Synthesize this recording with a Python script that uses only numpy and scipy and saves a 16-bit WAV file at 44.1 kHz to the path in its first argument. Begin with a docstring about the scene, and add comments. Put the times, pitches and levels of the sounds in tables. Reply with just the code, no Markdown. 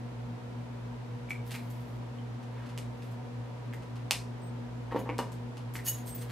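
"""Caps of plastic lipstick tubes snap and tick close to the microphone in a small, quiet room.
Damped modes make the caps, table modes the tubes set down, decaying sines the short pings of tube and sleeve.
Streams of tiny slips make the sliding sleeves, unsteady tones their squeaks.
Behind them a mains hum wavers as close tones beat, and filtered noise makes a soft rush of air."""
import sys
import numpy as np
from scipy import signal
from scipy.fft import rfft, irfft
from scipy.io import wavfile
from scipy.ndimage import uniform_filter1d, map_coordinates

SR = 44100
rng = np.random.default_rng(int(sys.argv[2]) if len(sys.argv) > 2 else 0)


def master_out(mix):
    """Clip the mix to full scale and print it as 16-bit PCM to the path in sys.argv[1]."""
    frames = np.transpose(np.atleast_2d(mix))
    ceiling = np.clip(frames, -1, 1)
    pcm = np.round(ceiling * 32767).astype(np.int16)
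    wavfile.write(sys.argv[1], SR, pcm)


N = 278271
TIME = np.arange(N) / SR


def from_db(db):
    """Decibels to gain."""
    return 10 ** (np.asarray(db) / 20)


def rms_one(x):
    """Scale to unit rms."""
    return x / np.sqrt(np.mean(x ** 2) + 1e-20)


def peak_one(x):
    """Scale to unit peak."""
    return x / np.max(np.abs(x))


def add(track, s, sound):
    """Mix a sound into a track at a time in seconds."""
    start = int(np.clip(round(s * SR), 0, N - 1))
    track[start:start + len(sound)] += sound[:N - start]


def at_hz(points, hz):
    """Read a table on a log-frequency axis."""
    table = np.array(points)
    return np.interp(np.log(hz + 1), np.log(table[:, 0]), table[:, 1])


def butter(x, hz, kind, order=2):
    """Causal low-, high- or band-pass."""
    edges = np.clip(hz, 10, SR / 2 - 500)
    return signal.sosfilt(signal.butter(order, edges, kind, fs=SR, output="sos"), x)


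def coloured(x, spectrum, tilt_db=0):
    """Give a signal a spectrum, tilted by so many dB an octave."""
    hz = np.fft.rfftfreq(x.shape[-1], 1 / SR)
    lowest = spectrum[0][0]
    slope = tilt_db * np.log2(np.maximum(hz, lowest) / lowest)
    return irfft(rfft(x) * from_db(at_hz(spectrum, hz) + slope), x.shape[-1])


def narrow_noise(hz, width_hz):
    """Noise in a resonance, rms 1."""
    offset = (np.fft.rfftfreq(N, 1 / SR) - hz) / (width_hz / 2)
    return rms_one(irfft(rfft(rng.standard_normal(N)) / (1 + offset ** 2), N))


def drift(rate_hz, t):
    """Smooth random wander of spread about 1."""
    knots = rng.standard_normal(4096)
    return map_coordinates(knots, [t * rate_hz], order=3, mode="wrap")


def struck(modes, length, tilt_db=0, scatter_db=1.0):
    """One blow: every mode rings with a slightly different strength each time."""
    hz, width, db = np.array(modes, float).T[:, :, None]
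    t = TIME[:int(length * SR)]
    scatter = scatter_db * rng.standard_normal(hz.shape)
    # a wide mode dies sooner, so its width in the gain keeps its spectral height
    gain = width * from_db(db + tilt_db * np.log2(hz) + scatter)
    return np.sum(gain * np.exp(-np.pi * width * t) * np.cos(2 * np.pi * hz * t), axis=0)


def scuffed(blow, scuff_s, scuff_db, count=3):
    """Tiny touches come just before and after the firm one, scuff_s later; all-passes keep the colour."""
    touch = np.clip(from_db(scuff_db), 0, .7)
    shares = rng.uniform(.3, 1, count)
    for k, lag in enumerate(shares / shares.sum() * scuff_s * SR):
        loop = np.r_[1, np.zeros(int(lag)), touch * (-1) ** k]
        blow = signal.lfilter(loop[::-1], loop, blow)
    return blow


# caps snapping, rattling and ticking near the microphone, before the hand shields them:
# (time [s], peak level [dB], brightness [dB per octave])
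CAP_CLICKS = [(1.297, -33.5, 10), (1.306, -31.5, 0), (1.509, -28, -2), (1.5178, -27, -1), (1.552, -30, 4),
              (1.558, -41, -7), (1.7022, -36, 20), (2.43, -38.5, -15), (2.661, -37.5, -10),
              (2.692, -36, -12), (2.7772, -25.5, -1), (3.0231, -37.5, -8), (3.114, -42, 4),
              (3.7355, -35.5, 6), (3.8235, -36.5, -22), (3.958, -34, -17), (4.1098, -7, -5.5),
              (4.1154, -27, 8), (4.1293, -27, -2), (4.919, -40, -17), (4.957, -38, -22), (4.976, -43, -14),
              (5.1827, -23.5, 1), (5.1891, -23.5, -9.5), (5.32, -33.5, 6), (5.571, -31, -14.5),
              (5.739, -30.5, 32), (5.746, -35, 28), (5.757, -27.5, 4), (5.76, -28, 4), (5.856, -29, 15),
              (5.8782, -27, 12), (5.886, -23, 10), (6.072, -29.5, 15), (6.1477, -33, 12), (6.1825, -35, 10),
              (6.2137, -32.5, 2)]
# modes of a cap: (frequency [Hz], width [Hz], relative level [dB])
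CAP_MODES = [(820, 600, -16), (2057, 340, -39), (2730, 590, 2.5), (2540, 170, -15.5), (3530, 280, 1),
             (4170, 450, 1), (4960, 770, -3), (5830, 360, -6), (7830, 2000, -1), (10600, 2900, -23),
             (12600, 1800, -1.5)]
# scuffing around a tick: lead [s], level beside the firm touch [dB], rise per dB of lighter tick [dB]
SCUFF_S, SCUFF_DB, SCUFF_GROWTH = .0015, -10.5, 0.45
# the hand shields faint ticks more than hard snaps:
# peak level that comes through unchanged [dB], loss of direct path per dB below it [dB]
OPEN_HAND_DB, SHIELDING = -22, 0.28


def clicks(low_hz=450, top_hz=12500):
    """A cap's damped modes snap, light ticks scuff more; gives direct sound and what enters the room."""
    direct, spread = np.zeros((2, N))
    for s, db, bright_db in CAP_CLICKS:
        blow = butter(struck(CAP_MODES, .06, bright_db), [low_hz, top_hz], "band", order=4)
        above_open = db - OPEN_HAND_DB
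        snap = from_db(db) * peak_one(blow)
        snap = scuffed(snap, SCUFF_S, SCUFF_DB - SCUFF_GROWTH * above_open)
        add(direct, s - SCUFF_S, from_db(SHIELDING * above_open) * snap)
        add(spread, s - SCUFF_S, snap)
    return direct, spread


# tubes set down on the table, rocking as they land:
# (time [s], peak level before scuffing [dB], contact hardness [Hz])
TABLE_KNOCKS = [(4.917, -36, 1450), (4.9233, -28, 1300), (4.9462, -21, 730), (4.951, -25, 695),
                (4.9608, -19.5, 900), (4.966, -30, 1250), (5.092, -22, 1700), (5.098, -29.5, 810),
                (5.1896, -18.5, 1620), (5.1945, -24, 1110), (5.755, -35, 2350)]
# modes of the table top: (frequency [Hz], width [Hz], relative level [dB])
TABLE_MODES = [(245, 32, -17), (290, 32, -0.5), (344, 77, -14), (447, 60, -2.5), (505.4, 17, 6.5),
               (693, 69, -14), (744, 68, -12.5), (915, 68, -2.5), (1060, 170, -10), (1490, 160, -15),
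               (1820, 200, -13), (2290, 200, -27), (2900, 180, -7.5)]


def knocks(low_hz=160, scuff_s=0.0025, scuff_db=-14):
    """The table top rings as a tube lands and scuffs; a softer contact leaves out its high modes."""
    out = np.zeros(N)
    for s, db, hard_hz in TABLE_KNOCKS:
        blow = butter(struck(TABLE_MODES, .2), hard_hz, "low", order=3)
        blow = from_db(db) * peak_one(butter(blow, low_hz, "high"))
        add(out, s - scuff_s, scuffed(blow, scuff_s, scuff_db))
    return out


# short pitched pings, from hollow tubes tapped and from a sleeve ringing as it is rubbed:
# (time [s], peak level [dB], frequency [Hz], time to fall 60 dB [s])
SHORT_PINGS = [(1.289, -43, 2300, 0.042), (1.3065, -25.5, 2295, 0.045), (1.551, -27.5, 2330, 0.005),
               (2.186, -48, 3060, 0.017), (2.777, -30.5, 2870, 0.0076), (3.0236, -39, 2650, 0.0043),
               (3.728, -35.5, 2200, .004), (3.7365, -31.5, 1970, 0.0052), (4.989, -47, 3000, 0.027),
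               (5.092, -26, 2170, 0.0067), (5.099, -30, 2233, 0.014), (5.19, -35, 2830, 0.024),
               (5.7545, -24.5, 2060, 0.0048), (5.761, -35, 2050, 0.0046), (5.79, -32.5, 1920, 0.0091),
               (5.874, -44, 1860, 0.035), (5.877, -36.5, 2945, 0.045)]


def pings():
    """A tapped hollow tube or a rubbed sleeve rings at one pitch: a sine that dies exponentially."""
    out, t = np.zeros(N), TIME[:SR // 5]
    for s, db, hz, t60 in SHORT_PINGS:
        add(out, s, from_db(db - 60 * t / t60) * np.sin(2 * np.pi * hz * t))
    return out


# sleeves and tubes sliding:
# (time of firmest grip [s], rise and fall [s], level [dB], brightness [dB per octave])
SLEEVE_SLIDES = [(1.473, 0.02, -58, -2.5), (1.515, 0.015, -47.5, -8), (1.546, 0.0076, -48, -8),
                 (1.72, 0.27, -67.5, -3.5), (2.6, 0.12, -60.5, -14), (3.04, 0.1, -70, -6),
                 (4.921, 0.01, -45.5, -17.5), (4.966, 0.015, -48, -12.5), (4.994, 0.0058, -50.5, 1),
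                 (5.078, 0.022, -45, -24.5), (5.866, 0.015, -36, 1), (5.881, 0.0068, -28.5, 6),
                 (5.95, 0.065, -56, -3), (6.081, 0.023, -49, 1), (6.17, 0.05, -58, -1.5),
                 (6.221, 0.011, -50.5, -5), (6.305, 0.015, -49.5, -8)]
# colour of rubbed plastic: (frequency [Hz], relative level per Hz [dB])
RUB_COLOUR = [(600, -29.5), (1800, -5.5), (2900, -5.5), (3800, -2.5), (5500, -6.5), (8000, -4), (9200, -4),
              (11000, 3.5), (13800, 1.5), (15500, 0.5)]
# modes of a thin sleeve: (frequency [Hz], width [Hz], relative level [dB])
SLEEVE_MODES = [(1880, 42, -1), (2960, 42, 6.5), (4550, 100, -8), (5530, 140, -7), (6610, 62, 7),
                (6660, 51, 8.5), (8110, 68, 7), (10400, 110, 3), (11270, 180, 6.5), (13000, 82, 10),
                (13100, 88, 7), (14010, 100, 12.5)]


def slides(slips_per_s=700, spread_db=4.5, hiss=0.093, low_hz=700, ring_even_db=-33):
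    """Sliding is a stream of tiny uneven slips that swells with the grip and sets the sleeve ringing."""
    out, t = np.zeros(N), TIME[:SR // 2]
    since = t - t.mean()  # seconds from the firmest grip
    for s, rise, db, bright_db in SLEEVE_SLIDES:
        sizes = from_db(spread_db * np.minimum(rng.exponential(1, len(t)), 3))
        happens = rng.random(len(t)) < slips_per_s / SR
        slips = happens * sizes * rng.choice([-1, 1], len(t))
        slips = slips + hiss * rng.standard_normal(len(t))
        grip = from_db(db) * np.exp(-(since / rise) ** 2)
        rub = grip * rms_one(butter(coloured(slips, RUB_COLOUR, bright_db), low_hz, "high"))
        sleeve = struck(SLEEVE_MODES, .08)
        ring = signal.fftconvolve(grip * rms_one(slips), sleeve / np.linalg.norm(sleeve))[:len(t)]
        # a firmer, brighter slide rings the sleeve more
        ring_gain = from_db(db - ring_even_db + bright_db)
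        add(out, s - t.mean(), (rub + ring_gain * ring) / np.hypot(1, ring_gain))
    return out


# tight plastic squeaking as it turns:
# (time [s], length before ringing out [s], level ahead of the mix in scene() [dB], note [name])
SLEEVE_SQUEAKS = [(4.176, .044, -68, "middle"), (4.417, 0.069, -59.5, "middle"), (4.418, .05, -59, "high"),
                  (4.989, 0.012, -51, "low"), (5.875, 0.016, -30, "low"), (5.994, .022, -57, "low"),
                  (6.061, .005, -43, "middle"), (6.063, .005, -42, "high"), (6.08, .016, -47, "middle"),
                  (6.108, 0.021, -45, "middle"), (6.145, .008, -38, "high"), (6.163, 0.032, -49, "middle"),
                  (6.183, .005, -54, "high"), (6.198, 0.02, -46, "middle")]
# the three modes that a sleeve squeaks on: note [name] to frequency [Hz]
SQUEAK_NOTES = {"low": 6700, "middle": 8350, "high": 14850}


def squeaks(jitter=0.005, jitter_hz=500, flutter_db=4.5, flutter_hz=150, attack_s=0.002, ring_t60=0.04):
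    """Short slips each drive one thin sleeve mode, unsteady in pitch and strength, that then rings out."""
    out, t = np.zeros(N), TIME[:SR // 5]
    for s, length, db, note in SLEEVE_SQUEAKS:
        ring_out = from_db(-60 * np.maximum(t - length, 0) / ring_t60)
        swell = np.clip(t / attack_s, 0, 1) * ring_out
        hz = SQUEAK_NOTES[note] * (1 + jitter * drift(jitter_hz, t))
        phase = 2 * np.pi * np.cumsum(hz) / SR
        strength = from_db(db + flutter_db * drift(flutter_hz, t))
        add(out, s, swell * strength * np.sin(phase))
    return out


# mains hum at twice the line frequency: frequency [Hz], level [dB rms]
HUM_HZ, HUM_DB = 120.03, -41
# weaker tones close to the hum beat against it and make it throb:
# (offset from the hum [Hz], level [dB rms], first swell [s])
HUM_BEATS = [(1.5, -66.5, 0.33), (-3.5, -53.5, 0.27), (-7.5, -58.5, 0.07)]


def hum(octave_db=-50.5, octave_pan_db=1.4, waver_db=3.5, waver_hz=17):
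    """The hum throbs as nearby tones drift in and out of step; its octave wavers, a little to the left."""
    phase = 2 * np.pi * HUM_HZ * TIME
    nearby = 0
    for offset_hz, db, swell_s in HUM_BEATS:
        nearby = nearby + from_db(db) * np.sin(phase + 2 * np.pi * offset_hz * (TIME - swell_s))
    pan_db = octave_pan_db * np.array([[1], [-1]])
    octave = from_db(octave_db + waver_db * drift(waver_hz, TIME) + pan_db) * np.sin(2 * phase)
    return np.sqrt(2) * (from_db(HUM_DB) * np.sin(phase) + nearby + octave)  # sqrt 2: rms to peak


# colour of the air in the room: (frequency [Hz], relative level per Hz [dB])
AIR_COLOUR = [(21, -46), (35, -24), (66, -34), (92, -27), (112, 2.5), (141, -10), (234, 0), (266, 0.5),
              (302, -3.5), (465, -4.5), (502, -4), (3630, -25), (12200, -41.5), (15000, -41)]
# low resonances droning in the room: (frequency [Hz], width [Hz], level [dB rms])
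ROOM_DRONES = [(59, 14, -58), (125, 21, -54), (169, 14.5, -60), (229, 114, -66), (481.2, 8.9, -60),
               (738.7, 26, -66), (903.4, 23, -64.5), (975, 67, -63.5)]


def air(top_hz=13500, shared=0.12, rush_db=-47.5):
    """A diffuse rush of noise, nearly unrelated left and right, over drones that both sides share."""
    white = rng.standard_normal((2, N)) + shared * rng.standard_normal(N)
    rush = from_db(rush_db) * rms_one(butter(coloured(white, AIR_COLOUR), top_hz, "low", order=4))
    drones = sum(from_db(db) * narrow_noise(hz, width) for hz, width, db in ROOM_DRONES)
    return rush + drones


def evened(x, size=50):
    """Smooth broad peaks and dips out of a response, so that it adds little colour."""
    spectrum = rfft(x)
    power = uniform_filter1d(np.mean(np.abs(spectrum) ** 2, axis=0), size)
    return irfft(spectrum / np.sqrt(power + power.mean() / 20), x.shape[-1])


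# decay of the small room: (frequency [Hz], time to fall 60 dB [s], left-right likeness [0 to 1])
ROOM_DECAY = [(201, 0.36, 0.71), (1000, 0.28, 0.99), (3000, 0.22, 0.96), (6000, 0.29, 0.63),
              (12800, 0.21, 0.014), (15000, 0.17, .014)]


def room_tail(onset=0.0023, near_db=-6, clump_db=1.5, clump_hz=600, blend_s=0.035, count=10):
    """Noise dies band by band: near things scatter first, then the walls answer in clumps that blend."""
    t, edges, tail = TIME[:SR // 2], np.geomspace(100, 20000, count + 1), 0
    for low, high in zip(edges, edges[1:]):
        hz = np.sqrt(low * high)
        alike = np.clip(at_hz(np.array(ROOM_DECAY)[:, ::2], hz), 0, 1)
        mid, side = butter(rng.standard_normal((2, len(t))), [low, high], "band")
        pair = np.sqrt(1 + alike) * mid + np.sqrt(1 - alike) * side * [[1], [-1]]
        tail = tail + pair * from_db(-60 * t / at_hz(ROOM_DECAY, hz))
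    clumps_db = clump_db * drift(clump_hz, t) * np.exp(-t / blend_s)
    tail = evened(tail * from_db(clumps_db)) * from_db(near_db * (t < onset))
    tail = tail[:, :SR // 3]
    return tail / np.sqrt(np.sum(tail ** 2) / 2)  # unit energy, averaged over the two sides


# first reflections from wall and ceiling: (delay [s], level [dB])
FIRST_ECHOES = [(.0062, -8.5), (.0085, -14.5), (.011, -7)]


def in_room(direct, spread, tail, wet_db, shade_hz=11000):
    """Direct sound, its treble shaded by the hands, early reflections reaching one side first, and tail."""
    response = from_db(wet_db) * tail
    for k, (delay, db) in enumerate(FIRST_ECHOES):
        # one side hears it a sample before the other
        response[[k % 2, 1 - k % 2], int(delay * SR) + np.arange(2)] += from_db(db)
    reflected = signal.fftconvolve(spread[None], response, axes=1)[:, :N]
    return butter(direct, shade_hz, "low", order=1) + reflected


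def scene():
    """All handling is in the middle of the stereo image; each kind of sound has its own share of the room."""
    tail = room_tail()
    caps = in_room(*clicks(), tail, wet_db=1.0)
    knock = knocks()
    table = in_room(from_db(0.5) * knock, knock, tail, wet_db=-2.0)
    ping = pings()
    pinging = in_room(ping, ping, tail, wet_db=-3.0)
    rub = slides()
    rubbing = in_room(rub, rub, tail, wet_db=-0.5)
    squeak = from_db(-4.5) * squeaks()
    squeaking = in_room(squeak, squeak, tail, wet_db=-8.0)
    return caps + table + pinging + rubbing + squeaking + hum() + air()


def record(dry, cutoff_hz=15600):
    """An elliptic low-pass cuts the top steeply."""
    return signal.sosfilt(signal.ellip(10, .2, 80, cutoff_hz, fs=SR, output="sos"), dry)


dry = scene()
out = record(dry)
master_out(out)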